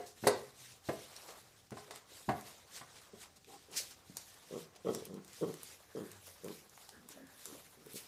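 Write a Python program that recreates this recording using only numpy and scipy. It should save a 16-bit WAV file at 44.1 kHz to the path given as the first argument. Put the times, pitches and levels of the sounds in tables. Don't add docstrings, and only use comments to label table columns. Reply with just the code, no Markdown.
import sys
import numpy as np
from scipy import signal
from scipy.fft import rfft, irfft, next_fast_len
from scipy.io import wavfile
from scipy.ndimage import uniform_filter1d, map_coordinates

SR = 44100
rng = np.random.default_rng(int(sys.argv[2]) if len(sys.argv) > 2 else 0)


def wav_record(signal):
    frames = np.transpose(np.atleast_2d(signal))
    bounded = np.clip(frames, -1, 1)
    quanta = np.round(bounded * 32767).astype(np.int16)
    wavfile.write(sys.argv[1], SR, quanta)


def volts_from_db(level):
    exponent = np.asarray(level, float) / 20
    return 10 ** exponent


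N = 355887

# (frequency [Hz], level [dB], t60 [s])
BOARD_MODES = [(98, -15, 0.038), (138, 7.5, 0.04), (200, 4.5, 0.045), (279, -7, 0.1)]


def unit(x):
    return x / np.sqrt(np.mean(x ** 2) + 1e-20)


def along(points, hz):
    f, v = np.transpose(points)
    return np.interp(np.log(hz + 1), np.log(f + 1), v)


def wobble(rate):
    knots = rng.standard_normal(int(N * rate / SR) + 4)
    return map_coordinates(knots, [np.arange(N) * rate / SR])


def filtered(x, response):
    m = next_fast_len(len(x) + SR // 4)
    return irfft(rfft(x, m) * response(np.fft.rfftfreq(m, 1 / SR)), m)[:len(x)]


def low_cut(f, hz, order=4):
    return 1 / (1 + (hz / (f + 1)) ** order)


def high_cut(f, hz):
    return 1 / (1 + (f / hz) ** 4)


def resonances(modes):
    def response(f):
        total = 0
        for k, (centre, width, db) in enumerate(modes):
            total = total + (-1) ** k * volts_from_db(db) * 1j * f * width / (centre * centre - f * f + 1j * f * width)
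        return total
    return response


def noise(spectrum):
    return unit(filtered(rng.standard_normal(N), lambda hz: volts_from_db(along(spectrum, hz))))


def ring(modes, t, spread_db):
    x = np.zeros(len(t))
    for hz, db, t60 in modes:
        x += volts_from_db(db + spread_db * rng.normal() - 60 * t / t60) * np.sin(2 * np.pi * hz * t)
    return x / np.abs(x).max()


def add(track, s, x):
    at = round(s * SR)
    part = track[max(at, 0):][:len(x) + min(at, 0)]
    part += x[max(-at, 0):][:len(part)]


def room(x):
    # (frequency [Hz], t60 [s])
    decay = [(100, 0.44), (500, 0.37), (2000, 0.37), (6000, 0.27), (14000, 0.013)]
    hz, t, z = signal.stft(rng.standard_normal(SR // 2), SR, nperseg=256)
    tail = signal.istft(z * volts_from_db(-60 * t / along(decay, hz)[:, None]), SR, nperseg=256)[1]
    late = np.pad(x, (200, 0))
    return signal.fftconvolve(late, tail / np.linalg.norm(tail))[:len(x)]


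def table():
    # (time [s], peak [dB], thump [dB], slap [dB], pitch of the struck part [Hz])
    bumps = [(-.03, -17.5, -20, -40, 430), (0.236, -16.5, -11.5, -43, 440), (0.267, -2, -19.5, -16.5, 486),
             (.886, -14, -9.5, -35, 490), (1.157, -51.5, -23, 6, 453), (1.284, -32, -39, -32, 583),
             (1.717, -25, -5, -30, 386), (1.768, -26.5, -28, -32, 1080), (1.905, -33, -36, -10, 1110),
             (2.287, -10.5, -9.5, -39, 716), (2.29, -18.5, -38, -42, 360), (2.81, -32.5, -10, -28, 1100)]
    # (frequency [Hz], level [dB], t60 [s])
    frame_modes = [(372, -2, .2), (415, 1, .22), (470, -3, .2), (515, -3, .18), (550, -5, .12),
                   (620, -4, .14), (655, 0, .14), (716, 0, .22), (765, -2, .14), (1035, -4, .15),
                   (1160, -7, .15), (1470, -9, .16), (1860, -11, .16), (2150, -12, .16)]
    out, t = np.zeros(N), np.arange(SR // 2) / SR
    onset = 1 - np.exp(-(t / .004) ** 2)
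    held = .34 + .66 * volts_from_db(-60 * t / .045)
    for s, db, thump_db, slap_db, hz in bumps:
        clack_db = -19 + 0.68 * max(-29.5 - db, 0)
        modes = []
        for f, level, t60 in frame_modes:
            octaves = abs(np.log2(f / hz))
            modes.append((f, level - 5 * octaves, t60 / (1 + 1.2 * octaves)))
        blow = volts_from_db(-60 * t / 0.066) * rng.standard_normal((3, len(t)))
        joints = filtered(blow[2], lambda f: resonances([(hz, 500, -4)])(f) * high_cut(f, 1200))
        frame = filtered(held * ring(modes, t, spread_db=1.5) + joints, lambda f: low_cut(f, 300))
        clack = filtered(blow[0], resonances([(1405, 1400, 7.5), (2050, 980, 9.0), (2570, 510, 2.0),
                                              (4900, 1900, -12)]))
        slap = filtered(blow[1], resonances([(4050, 1000, 0.0088), (9000, 2600, 0.0066)]))
        thump = ring(BOARD_MODES, t, spread_db=1.5)
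        mix = frame + volts_from_db(thump_db) * thump + volts_from_db(clack_db) * clack + volts_from_db(slap_db) * onset * slap
        direct = onset * volts_from_db(db + 3.5) * mix
        add(out, s, direct + volts_from_db(-9) * room(direct))
    return out


def patchy(x):
    z = signal.stft(x, nperseg=256)[2]
    field = uniform_filter1d(rng.standard_normal(z.shape), size=5, axis=0)
    field = uniform_filter1d(field, size=10, axis=1)
    patch_db = 2.2
    return signal.istft(z * volts_from_db(patch_db * unit(field)), nperseg=256)[1][:len(x)]


def scuffle():
    # (time of the peak [s], peak [dB], rise [s], fall [s])
    slides = [(0, -63.5, .1, .25), (.259, -53.5, 0.16, 0.44), (.654, -54.5, 0.17, 0.23),
              (0.879, -57, 0.069, 1), (1.252, -57.5, 0.19, 0.38), (1.781, -58, 0.066, 0.22),
              (1.96, -54.5, 0.081, 0.098), (2.14, -58.5, 0.13, 0.94), (2.48, -58, 0.14, 0.2),
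              (2.769, -50, 0.13, 0.13), (3.038, -61, 0.75, 0.1), (3.218, -53.5, 0.1, 0.094),
              (3.368, -59, 0.019, 0.036), (3.497, -61, 0.058, 0.42), (3.76, -50.5, 0.078, 0.31),
              (3.88, -58, 0.2, 0.14), (4.076, -64.5, 0.072, 0.17), (4.225, -60, 0.28, 0.56),
              (4.605, -57, 0.29, 0.1), (4.764, -58.5, 0.015, 0.018), (4.929, -56, 0.17, 0.31),
              (5.348, -58, .16, 0.86), (5.682, -57.5, 0.3, 0.2), (6.006, -62.5, 0.29, 0.99),
              (6.276, -59.5, 0.15, 0.24), (6.52, -58.5, 0.22, 0.26), (6.795, -63, 0.2, 0.44),
              (7.119, -60, 0.093, 0.15), (7.47, -58, 0.27, 0.46), (7.927, -61.5, 0.15, 0.84)]
    # (time [s], fizz over rub [dB])
    nap = [(0, -7), (.65, -7.5), (1.2, -5), (1.95, -10), (2.3, -4.5), (2.8, -11), (4.2, -6.5), (4.8, -8.5),
           (5.7, -5), (8.07, -1.5)]
    # (time [s], level [dB])
    haul = [(0, -81), (.32, -67.5), (.9, -73), (1.12, -62.5), (1.3, -60.5), (1.75, -80), (1.89, -64.5),
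            (2.2, -70.5), (2.4, -59), (2.54, -66), (3.28, -67), (3.53, -87), (3.66, -70), (4.67, -69.5),
            (5.2, -67.5), (6.61, -70), (8.07, -70)]
    # (frequency [Hz], level [dB per Hz])
    rub_spectrum = [(1060, -6), (1800, -3), (3350, -0.5), (3790, 1), (4560, -1), (5090, 0), (9130, -2.5),
                    (10500, -15), (13600, -89.5), (22000, -120)]
    fizz_spectrum = [(7500, -61), (9000, 9.5), (10000, 14.5), (13000, 13), (15300, 5), (16500, -26)]
    drag_spectrum = [(120, -23), (300, -11), (450, 1.5), (900, -2), (1100, -1), (1700, -5.5), (2200, -7.5),
                     (2800, -15.5), (3500, -49)]
    still_db, point = -72.5, 1.86
    t = np.arange(N) / SR
    power = volts_from_db(2 * still_db) + np.zeros(N)
    for s, db, rise, fall in slides:
        power += volts_from_db(2 * db) * np.interp(t, [s - rise, s, s + fall], [0, 1, 0]) ** (2 * point)
    grain = unit(volts_from_db(1.27 * wobble(35) + 0.83 * wobble(300)))
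    rub = np.sqrt(power) * volts_from_db(wobble(34)) * noise(rub_spectrum)
    fizz_db = np.interp(t, *np.transpose(nap)) + wobble(20)
    fizz = np.sqrt(power) * volts_from_db(fizz_db) * noise(fizz_spectrum)
    drag = volts_from_db(np.interp(t, *np.transpose(haul)) + wobble(34)) * noise(drag_spectrum)
    return grain * patchy(rub + fizz + drag)


def hush():
    # (frequency [Hz], level [dB per Hz])
    hush_spectrum = [(24, -36), (40, 7), (103, 7.5), (286, 0), (425, -2.5), (633, -15), (792, 3.5),
                     (897, -53), (1020, -17), (2960, -11), (6730, -10), (12200, -24), (15300, -16)]
    return volts_from_db(-69 + wobble(3.7)) * noise(hush_spectrum)


def snorts():
    # (time [s], peak [dB], rise [s], t60 [s], pitch [Hz])
    jets = [
        (0.052, -49.5, 0.016, 0.24, 5200),
        (3.753, -26.5, 0.022, 0.2, 4570),
        (3.904, -47, 0.006, .08, 4500),
        (4.929, -50, 0.0067, 0.21, 6000),
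        (5.621, -52, 0.023, 0.15, 8000),
        (7.934, -34, 0.037, 0.18, 12800),
        (7.94, -42.5, 0.039, 0.24, 3170),
    ]
    out, t = np.zeros(N), np.arange(SR // 4) / SR
    for s, db, rise, t60, hz in jets:
        nose = resonances([(hz, 1.1 * hz, 0), (3800, 1200, -3)])
        jet = filtered(rng.standard_normal(len(t)),
                       lambda f: nose(f) * low_cut(f, 1500, order=2) * high_cut(f, 14000))
        add(out, s, volts_from_db(db - 60 * t / t60) * np.clip(t / rise, 0, 1) ** 2 * unit(jet))
    return out


def paws():
    # (time [s], peak [dB], pitch [Hz])
    landings = [(1.539, -69, 186), (2.118, -50.5, 380), (2.85, -61, 516), (3.801, -43.5, 546),
                (4.098, -39.5, 200), (4.762, -51, 726), (3.474, -54, 430), (4.892, -28.5, 444),
                (5.023, -36, 432), (5.804, -54, 585), (6.279, -48.5, 560), (6.888, -52.5, 810),
                (7.773, -73, 403), (1.882, -48, 600), (7.103, -48, 357), (7.1735, -44, 607),
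                (7.483, -50, 482), (7.525, -42, 294), (7.55, -42.5, 543), (7.867, -40.5, 410)]
    lunges = [
        (0.228, -36, 200),
        (2.2833, -29, 280),
    ]
    out, t = np.zeros(N), np.arange(SR // 4) / SR
    for s, db, hz in landings + lunges:
        smack = volts_from_db(-3 - 60 * t / 0.008) * np.sin(2 * np.pi * 2 * hz * t)
        push = np.sin(2 * np.pi * hz * t) * volts_from_db(-60 * t / 0.021) + smack
        push = push * (1 - np.exp(-t / 0.0009))
        push = filtered(push, lambda f: low_cut(f, 120) * high_cut(f, hz * 2.4))
        add(out, s, volts_from_db(db + 3) * (push + volts_from_db(-18) * ring(BOARD_MODES, t, spread_db=3)))
    return out


def hums():
    # (time [s], length [s], swell [s], pitch at the start [Hz], peak [dB])
    tones = [
        (0.329, 0.18, .008, 142, -62),
        (.545, 0.19, 0.13, 133, -62.5),
        (1.414, 0.23, 0.14, 118, -78),
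        (6.09, 0.23, 0.051, 103.3, -62.5),
    ]
    sag_hz_per_s, swell_db, fade_db = 61, 5, 3
    out = np.zeros(N)
    for s, length, swell, hz, db in tones:
        t = np.arange(0, length, 1 / SR)
        turn = 2 * np.pi * np.cumsum(hz - sag_hz_per_s * t) / SR
        edges = np.clip(np.minimum(t, length - t) / .012, 0, 1)
        level_db = db + np.interp(t, [0, swell, length], [-swell_db, 0, -fade_db])
        add(out, s, edges * volts_from_db(level_db + 1.0) * (np.sin(turn) + volts_from_db(-17.5) * np.sin(2 * turn)))
    return out * volts_from_db(wobble(37))


def claws():
    # (time [s], peak [dB], pitch [Hz], dull part [dB])
    ticks = [(1.1639, -36, 4340, -32), (1.707, -47, 6960, -14), (1.9089, -54, 3850, 10.5),
             (1.959, -43, 8100, -17), (2.41, -41.5, 7000, -35), (3.445, -48, 2400, -27),
             (3.715, -46, 7560, -23), (4.1693, -28, 7000, -25), (4.752, -51, 3920, -37),
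             (4.884, -48, 3210, -22), (4.948, -32.5, 6940, -12), (5.053, -39, 8400, -29),
             (5.142, -47, 6800, -28), (5.247, -46, 7000, -35), (5.279, -47, 6450, -25),
             (5.3315, -43, 6600, -23), (5.5404, -41, 7140, -13), (5.6319, -37.5, 9400, -23),
             (6.116, -42.5, 8050, -20), (6.2687, -46, 12600, -16), (6.444, -43, 7900, -14),
             (6.483, -41.5, 2500, -12), (6.6955, -48.5, 6600, -27), (6.776, -51, 6800, -3.5),
             (6.8909, -40, 5660, -17.5), (7.0881, -40.5, 9100, -15.5), (7.2693, -50.5, 7340, -15),
             (7.4556, -34, 7500, -17.5), (7.862, -49.5, 10600, -13), (7.934, -44, 13000, -28)]
    out, t = np.zeros(N), np.arange(SR // 20) / SR
    dig_in = 1 - np.exp(-t / .0004)
    for s, db, hz, dull_db in ticks:
        burst = volts_from_db(-60 * t / .011) * dig_in * rng.standard_normal((2, len(t)))
        tick = filtered(burst[0], resonances([(hz, 0.82 * hz, 2), (.5 * hz + 3000, 6000, -4)]))
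        tap = filtered(burst[1], resonances([(1030, 930, 12.3)]))
        add(out, s, volts_from_db(db + 9.0) * (tick + volts_from_db(dull_db) * tap))
    return out


def voices(calls, roughness, throats, jitter, shimmer_db, sag, fade_db_per_s, chest_db, chest_lingers, open_db):
    # (centre [Hz], width [Hz], level [dB])
    throat_modes = [(310, 70, -3), (435, 65, 5), (550, 120, -4)]
    chest_modes = [(192, 85, 0)]
    mouth_modes = [(730, 130, 7), (1070, 120, 8), (1290, 130, 5)]
    nose_modes = [(1860, 330, -9), (3260, 320, -7.5)]
    release_db = 42
    slacken_s, sink_s, jaws_part_s, chest_joins_s = 0.043, .09, .022, .07
    throat_sinks = 1.12
    out = np.zeros(N)
    for (s, held, catch_hz, held_db, swell_db), rough, size in zip(calls, roughness, throats):
        t = np.arange(0, held + release_db / fade_db_per_s, 1 / SR)
        shape_db = np.where(t < held, swell_db * (t / held - 1), fade_db_per_s * (held - t))
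        db = held_db + shape_db
        hz = catch_hz * (1 - sag * (1 - np.exp(-t / slacken_s)))

        chance = (rough + .17) * rng.standard_normal((200, 2))
        turns = np.cumsum(hz) / SR
        count = np.arange(int(turns[-1]) + 1)
        at = np.searchsorted(turns, count + 0.33 + jitter * chance[count, 0]).clip(0, len(t) - 1)
        puffs = np.bincount(at, volts_from_db(shimmer_db * chance[count, 1]), len(t))
        air = uniform_filter1d(puffs, size=130) * rng.standard_normal(SR)[:len(t)]
        source = np.sqrt(1 - rough) * unit(puffs) + np.sqrt(rough) * unit(air)

        def through_throat(k):
            return filtered(source, lambda f: resonances(throat_modes)(f * k) * high_cut(f * k, 800)
                            * low_cut(f, 230))

        sunk = np.clip(t / sink_s, 0, 1) ** 2
        throat = unit((1 - sunk) * through_throat(size) + sunk * through_throat(size * throat_sinks))
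        chest = unit(filtered(source, lambda f: resonances(chest_modes)(f) * high_cut(f, 270) * low_cut(f, 125)))
        hiss = (0.75 + unit(uniform_filter1d(puffs, size=220))) * rng.standard_normal(SR)[:len(t)]
        rasp = .6 * source + hiss
        mouth = unit(filtered(rasp, lambda f: resonances(mouth_modes)(f) * low_cut(f, 600) * high_cut(f, 1700)
                              + resonances(nose_modes)(f) ** 2 * volts_from_db(8.5)))

        edges = np.clip(np.minimum(t, t[-1] - t) / 0.0054, 0, 1)
        chest_gain = volts_from_db(chest_db - chest_lingers * (db + 46)) * np.clip(.45 + t / chest_joins_s, 0, 1)
        mouth_gain = volts_from_db(open_db + 14.5 * rough) * np.clip(t / jaws_part_s, 0, 1) ** 2
        add(out, s, -edges * volts_from_db(db - 1.0) * (throat + chest_gain * chest + mouth_gain * mouth))
    return out


def grumbles():
    # (time [s], held [s], pulse rate at the catch [Hz], level at the end of the hold [dB], swell over it [dB])
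    calls = [
        (1.87, 0.11, 218, -66.5, -2),
        (3.47, 0.086, 143, -61.5, 1.5),
        (3.682, 0.067, 149.9, -59, 3.5),
        (7.455, 0.079, 74.1, -59, 2),
    ]
    roughness = [.2, .3, .25, .1]
    return voices(calls, roughness, np.ones(len(calls)), jitter=.2, shimmer_db=3, sag=0.0083,
                  fade_db_per_s=400, chest_db=-7.5, chest_lingers=.05, open_db=-7.5)


def grunts():
    # (time [s], held [s], pulse rate at the catch [Hz], level at the end of the hold [dB], swell over it [dB])
    calls = [
        (3.128, 0.0096, 216, -50.5, 31),
        (5.062, 0.04, 98, -55.5, 3),
        (5.094, 0.095, 98, -48.5, 7),
        (6.92, 0.14, 242.7, -70, -3),
        (7.135, 0.033, 282, -64, 4),
        (7.175, 0.072, 269, -62.5, -0.5),
        (7.77, 0.13, 149.2, -70.5, -5.5),
        (7.938, 0.018, 70.7, -50.5, 2),
    ]
    roughness = [.1, .15, .1, .3, .1, .08, .2, .05]
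    return voices(calls, roughness, np.ones(len(calls)), jitter=.2, shimmer_db=4, sag=0.0075,
                  fade_db_per_s=798, chest_db=2.5, chest_lingers=0.051, open_db=-15.5)


def wheezes():
    # (time [s], length [s], level [dB], pitch [Hz], width [Hz])
    breaths = [
        (3.483, 0.1, -59, 780, 70),
        (4.22, 0.25, -71.5, 1750, 400),
        (5.827, 0.4, -67, 1670, 400),
        (6.911, 0.11, -64, 1640, 302),
        (7.071, 0.4, -68.5, 1710, 350),
    ]
    out = np.zeros(N)
    for s, length, db, hz, width_hz in breaths:
        air = rng.standard_normal(SR // 2)[:round(length * SR)]
        band = filtered(air, lambda f: resonances([(hz, width_hz, 0)])(f) ** 2)
        add(out, s, volts_from_db(db) * np.sqrt(np.hanning(len(air))) * unit(band))
    return out


def growls():
    # (time [s], held [s], pulse rate at the catch [Hz], level at the end of the hold [dB], swell over it [dB])
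    calls = [
        (4.505, 0.071, 115.1, -40.5, 11),
        (4.845, 0.053, 150.9, -31.5, 10.5),
        (4.915, 0.067, 121.9, -49.5, -9),
        (5.409, 0.031, 179, -31.5, 10),
        (5.452, 0.049, 124.9, -43.5, 2),
        (5.948, 0.089, 138, -45, -2.5),
        (6.433, 0.085, 118.1, -48, -0.5),
    ]
    roughness = [.16, .22, .26, .1, .18, .1, .14]
    throats = [.93, .95, 1.0, .98, 1.04, 1.0, .96]
    return voices(calls, roughness, throats, jitter=.38, shimmer_db=4.0, sag=.26,
                  fade_db_per_s=750, chest_db=-3.5, chest_lingers=0.23, open_db=-16.0)


def scene():
    dogs = growls() + grunts() + grumbles() + hums()
    pads, nails = paws(), claws()
    answer = room(volts_from_db(-12) * dogs) + room(volts_from_db(-8) * pads + volts_from_db(-6) * nails)
    return (dogs + table() + pads + nails + snorts() + wheezes() + answer + scuffle() + hush())[None]


def band_limit(x):
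    return signal.sosfilt(signal.butter(12, 16460, fs=SR, output="sos"), x)


def record(dry):
    def band(hz):
        return 1 / np.sqrt(1 + (75 / (hz + 1)) ** 6) / np.sqrt(1 + (hz / 15400) ** 200)

    rumble = volts_from_db(-80.0) * noise([(10, -20), (25, 0), (60, -2.5), (90, 10.5), (150, -72)])
    return band_limit((filtered(dry[0], band) + rumble)[None])


dry = scene()
out = record(dry)
wav_record(out)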